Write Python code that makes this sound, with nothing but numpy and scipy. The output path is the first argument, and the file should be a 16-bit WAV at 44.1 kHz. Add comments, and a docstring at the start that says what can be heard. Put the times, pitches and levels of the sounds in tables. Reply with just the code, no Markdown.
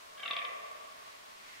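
"""Fallow buck in a forest

One short rattling groan, some way off and straight ahead of a stereo pair of microphones.
His vocal folds slap a dozen separate times into a long throat whose resonances sink as it stretches.
Trunks scatter each slap and the wood rings on. All round lie a steady hiss, a far drone and,
towards the end, a soft rustle of leaves."""
import sys
import numpy as np
from scipy import signal
from scipy.fft import rfft, irfft
from scipy.io import wavfile

SR = 44100
rng = np.random.default_rng(int(sys.argv[2]) if len(sys.argv) > 2 else 0)


def unload_wav(signal):
    """Save mono or channel-first audio to the path in sys.argv[1] as 16-bit WAV at rate SR, clipped to [-1, 1]."""
    wavfile.write(
        sys.argv[1],
        SR,
        np.round(np.clip(np.atleast_2d(signal).T, -1, 1) * 32767).astype(np.int16),
    )


N = 70560
TIME = np.arange(N) / SR
FREQS = np.maximum(np.fft.rfftfreq(N, 1 / SR), 1)


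def from_db(db):
    """Decibels to gain."""
    return 10 ** (np.asarray(db) / 20)


def rms_one(x):
    """Scale to unit rms."""
    return x / np.sqrt(np.mean(x ** 2) + 1e-20)


def at_hz(points, hz):
    """Read a table on a log-frequency axis."""
    f, value = np.transpose(points)
    return np.interp(np.log(hz), np.log(f), value)


def fader(points):
    """Gain over time from rows of (time [s], level [dB])."""
    return from_db(np.interp(TIME, *np.transpose(points)))


def lowpass(x, hz, order=2):
    """Butterworth low-pass."""
    return signal.sosfilt(signal.butter(order, hz, fs=SR, output="sos"), x)


def ring(x, hz, width_hz):
    """A resonance applied twice, so that it swells briefly and has steep skirts; gain 1 on top."""
    radius, angle = np.exp(-np.pi * width_hz / SR), 2 * np.pi * hz / SR
    gain = (1 - radius ** 2) / 2
    section = [gain, 0, -gain, 1, -2 * radius * np.cos(angle), radius ** 2]
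    return signal.sosfilt([section] * 2, x + 1e-18)


# Likeness of the two microphones for sound from all round: (frequency [Hz], correlation [-1..1])
MIC_LIKENESS = [(60, -0.02), (92, 0.07), (140, 0.06), (210, -0.07), (330, -0.57), (500, -0.59),
                (770, -0.75), (1170, -0.64), (1790, -0.25), (2740, -0.15), (4190, -0.09), (6410, 0.08),
                (9810, 0.16), (15000, 0.14)]


def diffuse(spectrum=None):
    """Noise reaching the pair from all round, white or shaped by (frequency [Hz], level [dB])."""
    gain = 1 if spectrum is None else from_db(at_hz(spectrum, FREQS))
    mid, side = rfft(rng.standard_normal((2, N)))
    alike = at_hz(MIC_LIKENESS, FREQS)
    left_right = np.sqrt(1 + alike) * mid + np.sqrt(1 - alike) * side * [[1], [-1]]
    return irfft(gain * left_right / np.sqrt(2), N)


# A drone far off among the trees: (frequency [Hz], width [Hz], level [dB])
DRONE_BANDS = [(440, 89, -73), (624, 124, -62), (1100, 90, -61.5)]
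# Its swell: (time [s], gain [dB])
DRONE_SWELL = [(0, -1), (.5, 12.5), (1.0, 3), (1.3, -1), (1.6, -3.5)]


def far_drone():
    """Three narrow bands of noise swell and sink together."""
    bands = sum(from_db(db) * rms_one(ring(diffuse(), hz, width)) for hz, width, db in DRONE_BANDS)
    return fader(DRONE_SWELL) * bands


# Forest air round the microphones: (frequency [Hz], relative density [dB])
AIR_SPECTRUM = [(15, -16), (25, -17), (101, -15.5), (140, -18.5), (281, -11), (331, -14), (389, -8.5),
                (552, -14), (598, -11.5), (945, -3), (1110, -2.5), (1340, -5.5), (1660, -7), (4150, -12),
                (15500, -27)]


def air_hiss(level_db=-53):
    """The steady, even hiss of the place."""
    return from_db(level_db) * rms_one(diffuse(AIR_SPECTRUM))


# The buck's vocal folds, some way off: (time [s], closing snap [dB], opening throb [dB], bright ring [Hz])
FOLD_SLAPS = [(0.1775, -42.5, -45, 3020), (0.2008, -41, -34, 2280), (.2322, -31, -35, 3300),
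              (.2586, -31, -28.5, 3600), (0.2783, -29, -53, 3295), (0.3095, -25.5, -26, 3530),
              (0.3332, -29, -28.5, 3304), (.3660, -24, -33, 3334), (.3880, -30.5, -38.5, 3240),
              (.4180, -37, -37, 2240), (.4498, -31, -60, 3200), (.4940, -51, -33.5, 3300)]
# His throat: (frequency at first [Hz], stretched [Hz], width [Hz], gain at first [dB], stretched [dB])
THROAT_RESONANCES = [(265, 240, 133, -28.5, -22.5), (477, 483, 87, -17.5, -19), (752, 672, 116, -14.5, -12),
                     (1173, 1145, 63.6, -8.5, -6.5), (1652, 1100, 104, -5.5, -12.5),
                     (2106, 1833, 158, -8, -11), (2254, 2060, 134, -2, -8), (2500, 2330, 144, -15, -10),
                     (2870, 2700, 150, -6, -7), (3196, 2400, 150, 1, -7), (3580, 3580, 174, -4.5, -2.5),
                     (4460, 4600, 660, -17, -7)]
STRETCH_START_S, STRETCH_S = .225, .0612
OPENING_LEAD_S, OPENING_CUT_HZ = .0062, 2130
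PUFF_DB, PUFF_DECAY_S = -3.5, .0029   # air rushing through; level relative to the snap
RING_WIDTH_HZ, RING_FIRST_DB, RING_STRETCHED_DB = 500, -6.5, -1   # levels relative to the snap
SNAP_LOW_CUT_HZ, MOUTH_CUT_HZ = 880, 4970


def buck_groan(size=4096):
    """Each slap is a dull opening, a sharp closing and a puff of air, all ringing in the throat."""
    groan = np.zeros(N + size)
    lead = int(OPENING_LEAD_S * SR)
    opening, closing = signal.unit_impulse(size), signal.unit_impulse(size, lead)
    puff_shape = np.exp(-abs(TIME[:size] - lead / SR) / PUFF_DECAY_S)
    for time_s, snap_db, throb_db, ring_hz in FOLD_SLAPS:
        puff = rng.standard_normal(size) * puff_shape
        snap = from_db(snap_db) * (closing + from_db(PUFF_DB) * puff / np.linalg.norm(puff))
        thin_snap = snap - lowpass(snap, SNAP_LOW_CUT_HZ, order=1)
        throb = from_db(throb_db) * lowpass(opening, OPENING_CUT_HZ)   # feeds the low resonances
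        stretch = np.clip((time_s - STRETCH_START_S) / STRETCH_S, 0, 1)
        bright = ring(closing, ring_hz, RING_WIDTH_HZ)
        bright_db = snap_db + RING_FIRST_DB + stretch * (RING_STRETCHED_DB - RING_FIRST_DB)
        voice = from_db(bright_db) * bright / abs(bright).max()
        for first_hz, last_hz, width_hz, first_db, last_db in THROAT_RESONANCES:
            hz = first_hz + stretch * (last_hz - first_hz)
            gain = from_db(first_db + stretch * (last_db - first_db)) * SR / (2 * np.pi * width_hz)
            voice += gain * ring(thin_snap + throb, hz, width_hz)
        start = int(time_s * SR) - lead
        groan[start:start + size] += voice
    return lowpass(groan[:N], MOUTH_CUT_HZ, order=6)


# Scatter off nearby trunks and ground: (frequency [Hz], gain [dB])
TRUNK_SCATTER = [(300, -10), (1100, -6.5), (2200, 2.5), (3500, -2), (6000, -10)]
# The ring of the wood farther out: (frequency [Hz], gain [dB])
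WOOD_SPECTRUM = [(200, 0), (600, 10), (1100, 5.5), (2000, 8.5), (3300, -8.5), (5000, -15)]
# How long it hangs on: (frequency [Hz], time to fall 60 dB [s])
WOOD_DECAY = [(200, 0.3), (600, 1.85), (1100, 2.15), (2000, 1.14), (3300, 1.54), (6000, 0.43)]


def forest_echoes(call, scatter_t60_s=.13, build_s=.011):
    """Quick scatter from the nearest trunks, then a tail that builds up and dies band by band."""
    scatter_fade = from_db(-60 * TIME / scatter_t60_s)
    echoes = diffuse(TRUNK_SCATTER) * scatter_fade / np.linalg.norm(scatter_fade)
    wood = rfft(diffuse(WOOD_SPECTRUM))
    build = 1 - np.exp(-TIME / build_s)
    for hz in 125 * 2 ** np.arange(0, 6.5, .5):   # half-octave bands
        band = np.clip(1 - 2 * abs(np.log2(FREQS / hz)), 0, 1)
        tail = build * from_db(-60 * TIME / at_hz(WOOD_DECAY, hz))
        echoes += irfft(wood * band, N) * tail / np.linalg.norm(tail)
    return signal.fftconvolve(call[None], echoes, axes=1)[:, :N]


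# Leaves on all sides of the microphones: (frequency [Hz], relative density [dB])
LEAF_SPECTRUM = [(600, -17), (1300, -14.5), (1950, 1.5), (3000, -7), (4500, -11.5), (8000, -19),
                 (15000, -35)]
# Their stirring: (time [s], level [dB])
LEAF_LEVEL = [(0, -92), (.95, -65), (1.1, -56.5), (1.22, -69), (1.38, -64), (1.48, -54.5), (1.55, -54),
              (1.6, -56)]


def leaf_rustle():
    """Leaves begin to rustle, in two soft swells after the groan."""
    return fader(LEAF_LEVEL) * rms_one(diffuse(LEAF_SPECTRUM))


def scene():
    """The buck straight ahead, the forest all round."""
    buck = buck_groan()
    return buck + forest_echoes(buck) + far_drone() + air_hiss() + leaf_rustle()


def record(dry):
    """The recorder cuts the top steeply."""
    cutoff_hz = 15750
    return signal.sosfilt(signal.ellip(12, .1, 70, cutoff_hz, fs=SR, output="sos"), dry)


dry = scene()
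out = record(dry)
unload_wav(out)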